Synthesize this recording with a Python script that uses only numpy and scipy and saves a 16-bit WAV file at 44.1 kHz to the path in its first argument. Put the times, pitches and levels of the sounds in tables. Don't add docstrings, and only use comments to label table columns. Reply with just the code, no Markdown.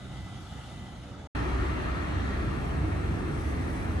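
import sys
import numpy as np
from scipy import signal
from scipy.fft import rfft, irfft
from scipy.io import wavfile
from scipy.ndimage import uniform_filter1d

SR = 44100
rng = np.random.default_rng(int(sys.argv[2]) if len(sys.argv) > 2 else 0)


def output_pcm(signal):
    pcm = np.clip(np.atleast_2d(signal).T, -1, 1) * 32767
    wavfile.write(sys.argv[1], SR, np.round(pcm).astype(np.int16))


N = 176400
T = np.arange(N) / SR
NIGHT_END_S, DAY_START_S = 1.274, 1.349
LOW_CUT_HZ, HIGH_CUT_HZ = 37, 14300

# (frequency [Hz], relative density [dB])
BUS_RUMBLE_SPECTRUM = [(15, -42), (28, -30), (50, -3.5), (80, 1), (125, -2.5), (155, -5.5), (200, -8),
                       (340, -14), (450, -24), (900, -33), (3000, -76)]
BUS_TYRE_SPECTRUM = [(150, -20), (450, -8.5), (720, 1.5), (860, -1), (1060, -9.5), (1250, -1), (1430, -5),
                     (1750, -10.5), (2150, -10.5), (2450, -16), (3600, -13.5), (4300, -16), (8000, -25.5),
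                     (14000, -61)]
DRIVE_HISS_SPECTRUM = [(1500, -39), (2500, -5.5), (3000, 3), (3700, 3), (4100, -5.5), (5000, -14),
                       (6400, -7.5), (8500, -11), (10600, -9), (11600, -35), (13300, -18), (14300, -34)]
ROAD_RUMBLE_SPECTRUM = [(15, -29), (28, -20), (36, 1.5), (60, 5.5), (100, 1), (150, -1.5), (200, -5.5),
                        (290, -5), (360, -6.5), (470, -14), (700, -20.5), (2000, -64.5)]
TYRE_ROAR_SPECTRUM = [(150, -23), (450, -12.5), (640, -0.5), (850, -0.5), (1020, 0), (1220, -1),
                      (1400, -1.5), (1620, -2), (1870, -3), (2150, -5.5), (2480, -9), (2660, -9.5),
                      (2880, -12.5), (3120, -12.5), (3800, -16.5), (4150, -15.5), (4800, -24),
                      (7000, -27.5), (14000, -62)]
TREAD_RING_SPECTRUM = [(950, -47), (1150, 0), (1340, 0), (1500, -12), (1700, -6), (1870, 0), (2100, -20),
                       (2600, -52), (5000, -85)]
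FAR_ROAR_SPECTRUM = [(250, -34), (450, 3), (530, -1), (620, -10), (1000, -11), (1800, -59)]
FINE_HISS_SPECTRUM = [(1500, 0), (3500, 1.5), (6200, 7), (7300, -1.5), (8200, 8.5), (9100, 1.5),
                      (10500, 5.5), (11500, -18), (13400, -0.5), (14300, -22)]
BOOM_SPECTRUM = [(100, -23), (150, -0.5), (215, -0.5), (275, 3.5), (330, -5.5), (450, -35), (1200, -92)]
# (frequency [Hz], coherence [0-1], left lead [rad], left-right [dB])
NIGHT_FIELD = [(100, 0.99, -0.39, -0.5), (300, 0.91, 0.25, -4), (520.2, 0.5, 0, 3.5), (800, .75, 0.1, -1.5),
               (1050, .1, -0.15, 4.5), (1350, 0.84, -0.15, 0), (1690, 0.43, -1.5, 0.5),
               (2100, .6, -0.33, -.5), (2610, 0.32, -0.79, -1), (3400, .25, 0.47, 2.5),
               (3900, 0.26, -0.08, 0), (5200, .2, -2.2, -1.5), (6460, .35, 0, -1.5),
               (9000, 0.32, -2.2, -.5), (10900, 0.27, 0.91, 0)]
DAY_FIELD = [(80, 0.99, 0.2, 0.5), (180, 0.82, 0.2, -1), (294, 0.67, -0.74, -1.7), (447, 0.11, 0.57, 1),
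             (534, 0.13, 2, 0.8), (857, 0.25, 2, 0.5), (1020, 0.39, 3.5, 4), (1186, 0.12, 1, 5.5),
             (1380, 0.19, 0, 6), (1490, 0.69, 2.5, 1), (1860, .33, 1.6, -1), (2220, 0.19, 2.5, 2.5),
             (2660, 0.28, -0.7, -0.5), (3160, 0.5, 4.5, 1), (4200, 0.4, 5.5, 0), (5300, 0.099, 7.5, -1.5),
             (7140, 0.34, 8, -1), (8000, 0.17, 7, -5.5), (9030, 0.23, 3, -.4), (10040, 0.54, 7, 0),
             (13300, 0.55, 7, 0)]
# (time [s], fundamental [Hz], base level [dB])
BUS_HUM_TRACK = [(0, 63.4, -46), (.35, 63.1, -47.5), (.5, 62.3, -50), (.75, 62.1, -49), (1.27, 61.4, -55)]
TRUCK_TRACK = [(1.35, 62.44, -32), (1.55, 62.34, -36.5), (1.85, 63.12, -39.5), (2.3, 66.23, -34),
               (2.7, 67.4, -39), (3.1, 69.86, -39), (3.55, 73.2, -35), (3.75, 72.97, -40.5), (4, 71, -36)]
CAR_TRACK = [(1.35, 96.6, -54), (1.7, 93.1, -41.5), (2.05, 91.03, -39.5), (2.5, 88.17, -50.5),
             (2.9, 94, -37), (3.2, 92.92, -37.5), (3.55, 87.83, -42), (4, 86.8, -37.5)]
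LOW_DRONE_TRACK = [(1.35, 318, -48), (1.8, 314, -59), (2.2, 314.7, -52), (2.7, 315.3, -54),
                   (2.9, 315.9, -42.5), (3.15, 317.6, -52.5), (3.42, 318, -41.5), (3.6, 319, -55.5),
                   (3.76, 324, -43), (4, 317, -54)]
HIGH_DRONE_TRACK = [(1.35, 402, -56), (1.65, 376, -53), (1.9, 380, -68), (2.15, 425, -66),
                    (2.35, 426, -55.5), (2.8, 424, -61), (3.2, 422, -54), (4, 424, -56)]
# (multiple, gain [dB])
BUS_HUM_ORDERS = [(1, -9), (2, -1.5), (3, -7.5)]
TRUCK_ORDERS = [(1, 0), (2, -18), (3, -16), (4, -20.5), (5, -21)]
CAR_ORDERS = [(1, -0.5), (2, -18.5), (3, -16.5), (4, -20)]

# (time [s], rumble [dB], tyres [dB], hiss [dB])
BUS_LEVELS = [(0, -44, -51, -61.5), (.15, -40, -51, -57.5), (.35, -43, -50, -58.5),
              (.65, -42.5, -49.5, -56), (.8, -42, -51.5, -59), (.98, -43, -51.5, -61),
              (1.1, -42.5, -51, -62), (1.27, -45, -52.5, -65)]
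# (frequency [Hz], base level [dB])
MOTOR_TONES = [(286, -57.5), (431, -63), (495, -62.5), (577, -58.5), (802, -72)]
# (time [s], gain [dB])
MOTOR_SWELL = [(.9, -25), (1.02, -4.5), (1.1, 2), (1.27, -1.5)]
# (time [s], level [dB])
INVERTER_LEVEL = [(0, -58.5), (.07, -65), (.17, -59), (.3, -59), (.45, -65), (.57, -62.5), (.66, -66),
                  (.73, -62), (.93, -62), (1.05, -72), (1.27, -72)]
# (frequency [Hz], start level [dB], slope [dB/s], left-right [dB], left lead [rad])
DRIVE_TONES = [(2994, -70.5, -2, 3, 0.47), (3460, -73, -8, 5, 1), (3640, -71, -3, 4, -0.88),
               (6492, -76, -4, 0, 0)]
# (frequency [Hz], level re drive hiss [dB])
SWITCHING_TONES = [(7420, -27), (7641, -29), (10201, -26), (10700, -24), (10890, -21)]

# (time [s], rumble [dB], tyres [dB], tyre tilt [dB/octave], hiss [dB])
TRAFFIC_LEVELS = [(1.35, -30, -36.5, -0.5, -57.5), (1.6, -31.5, -37.5, -0.9, -59.5),
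                  (1.9, -32, -37.5, -1, -60), (2.25, -30, -40, 0.5, -62.5), (2.6, -31, -40.5, -1.05, -60),
                  (2.9, -32, -40, -1.5, -61), (3.3, -31, -42, -0.6, -60.5),
                  (3.44, -34.5, -41.5, -1.5, -57.5), (3.6, -32, -40.5, -1.5, -60.5),
                  (3.76, -32, -41, -1.6, -58), (4, -32, -41.5, -0.6, -62.5)]
# (time [s], ring [dB], far roar [dB])
RING_AND_FAR_LEVELS = [(1.35, -44.5, -62), (1.9, -44.5, -55), (2.3, -46.5, -58), (2.65, -48.5, -61),
                       (3, -52.5, -54), (4, -64, -54.5)]
# (time [s], level [dB])
BOOM_LEVEL = [(1.35, -48), (1.85, -47), (2.25, -41.5), (2.55, -43), (2.8, -49.5), (4, -47)]


def amp(db):
    return 10 ** (np.asarray(db) / 20)


def unit(x):
    return x / np.sqrt(np.mean(abs(x) ** 2) + 1e-20)


def over_hz(table, hz):
    knots_hz, *columns = np.transpose(table)
    return [np.interp(np.log(hz + 1), np.log(knots_hz + 1), c) for c in columns]


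def over_time(table):
    knots_s, *columns = np.transpose(table)
    return [np.interp(T, knots_s, c) for c in columns]


def wander(rate_hz):
    hz = np.fft.rfftfreq(N, 1 / SR)
    return unit(irfft(rfft(rng.standard_normal(N)) * np.exp(-(hz / rate_hz) ** 2), N))


def noise(spectrum, field, patchy_db, tilt_db_oct=0 * T, size=2048):
    hop = size // 4
    frames, hz = N // hop + 5, np.fft.rfftfreq(size, 1 / SR)
    a, b, c, d, patches = rng.standard_normal((5, frames, len(hz)))
    patches = unit(uniform_filter1d(uniform_filter1d(patches, size=10, axis=0), size=9, axis=1))
    coherence, lead_rad, balance_db = over_hz(field, hz)
    left, diffuse = a + 1j * b, c + 1j * d
    right = (coherence * left + np.sqrt(1 - coherence ** 2) * diffuse) * np.exp(-1j * lead_rad)
    octaves = np.log2(np.maximum(hz, 200) / 1000)
    tilt_db = np.interp(np.arange(frames) * hop / SR, T, tilt_db_oct)[:, None] * octaves
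    shape = amp(over_hz(spectrum, hz)[0] + patchy_db * patches + tilt_db)
    bins = np.array([left * amp(balance_db / 2), right * amp(-balance_db / 2)]) * shape
    return unit(signal.istft(bins.swapaxes(1, 2), nperseg=size, noverlap=size - hop)[1][:, :N])


def tone(turns, balance_db, lead_rad):
    angle = 2 * np.pi * turns
    left = amp(balance_db / 2) * np.sin(angle + lead_rad)
    right = amp(-balance_db / 2) * np.sin(angle)
    return np.sqrt(2) * np.array([left, right])


def harmonics(track, orders=((1, 0),), *, waver, flutter_db):
    hz, level_db = over_time(track)
    turns = np.cumsum(hz * (1 + waver * wander(15))) / SR
    out = 0
    for multiple, gain_db in orders:
        gain = amp(level_db + gain_db + flutter_db * wander(14.4))
        out += gain * tone(multiple * turns + rng.random(), balance_db=-1.9, lead_rad=-0.33)
    return out


def whine(hz, level_db, balance_db, lead_rad, waver=0.0012, flutter_db=1):
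    turns = np.cumsum(hz * (1 + waver * wander(20))) / SR
    return amp(level_db + flutter_db * wander(14)) * tone(turns, balance_db, lead_rad)


def bus_noise():
    rumble_db, tyres_db, hiss_db = over_time(BUS_LEVELS)
    rumble = amp(rumble_db) * noise(BUS_RUMBLE_SPECTRUM, NIGHT_FIELD, patchy_db=1.5, size=4096)
    tyre_gain = amp(tyres_db + 0.66 * wander(25))
    tyres = tyre_gain * noise(BUS_TYRE_SPECTRUM, NIGHT_FIELD, patchy_db=1.5, size=1024)
    hiss = amp(hiss_db + 0.53 * wander(60)) * noise(DRIVE_HISS_SPECTRUM, NIGHT_FIELD, patchy_db=3)
    return rumble + tyres + hiss


def bus_hum():
    return harmonics(BUS_HUM_TRACK, BUS_HUM_ORDERS, waver=0.0055, flutter_db=2)


def inverter(main_hz=2000):
    out = whine(main_hz, over_time(INVERTER_LEVEL)[0], balance_db=-1, lead_rad=-1.1)
    for hz, start_db, slope_db_s, balance_db, lead_rad in DRIVE_TONES:
        out += whine(hz, start_db + slope_db_s * T, balance_db, lead_rad)
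    hiss_db = over_time(BUS_LEVELS)[2]
    for hz, gain_db in SWITCHING_TONES:
        out += whine(hz, hiss_db + gain_db, balance_db=-2, lead_rad=rng.uniform(-np.pi, np.pi))
    return out


def traction_motor():
    out = 0
    for hz, base_db in MOTOR_TONES:
        track = [(time_s, hz, base_db + swell_db) for time_s, swell_db in MOTOR_SWELL]
        out += harmonics(track, waver=0.008, flutter_db=2.5)
    return out


def road_noise():
    rumble_db, tyres_db, tyre_tilt_db_oct, hiss_db = over_time(TRAFFIC_LEVELS)
    ring_db, far_db = over_time(RING_AND_FAR_LEVELS)
    rumble = amp(rumble_db) * noise(ROAD_RUMBLE_SPECTRUM, DAY_FIELD, patchy_db=1.5, size=4096)
    tyre_gain = amp(tyres_db + 0.34 * wander(40))
    tyres = noise(TYRE_ROAR_SPECTRUM, DAY_FIELD, patchy_db=1.55, tilt_db_oct=tyre_tilt_db_oct)
    ring = amp(ring_db) * noise(TREAD_RING_SPECTRUM, DAY_FIELD, patchy_db=0.5)
    far = amp(far_db) * noise(FAR_ROAR_SPECTRUM, DAY_FIELD, patchy_db=-2)
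    hiss_gain = amp(hiss_db + 0.66 * wander(80))
    hiss = noise(FINE_HISS_SPECTRUM, DAY_FIELD, patchy_db=1.3, tilt_db_oct=0.4 * (T - 3.5), size=1024)
    return rumble + tyre_gain * tyres + ring + far + hiss_gain * hiss


def engines():
    truck = harmonics(TRUCK_TRACK, TRUCK_ORDERS, waver=0.03003, flutter_db=1)
    car = harmonics(CAR_TRACK, CAR_ORDERS, waver=0.01255, flutter_db=4)
    return truck + car


def drones():
    low = harmonics(LOW_DRONE_TRACK, waver=0.01375, flutter_db=2.1)
    high = harmonics(HIGH_DRONE_TRACK, waver=0.0066, flutter_db=4)
    return low + high


def boom():
    return amp(over_time(BOOM_LEVEL)[0]) * noise(BOOM_SPECTRUM, DAY_FIELD, patchy_db=1, size=4096)


def scene():
    low_cut = signal.butter(N=6, Wn=LOW_CUT_HZ, btype="high", fs=SR, output="sos")
    night = signal.sosfilt(low_cut, bus_noise() + bus_hum() + traction_motor() + inverter())
    day = signal.sosfilt(low_cut, road_noise() + engines() + drones() + boom())
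    night_gate = np.clip((NIGHT_END_S - T) / 0.0035, 0, 1)
    day_gate = np.clip((T - DAY_START_S) / 0.0015, 0, 1)
    return night_gate * night + day_gate * day


def record(dry):
    taps = signal.firwin(511, HIGH_CUT_HZ, window=("kaiser", 9), fs=SR)
    return signal.oaconvolve(dry, taps[None], "same")


dry = scene()
out = record(dry)
output_pcm(out)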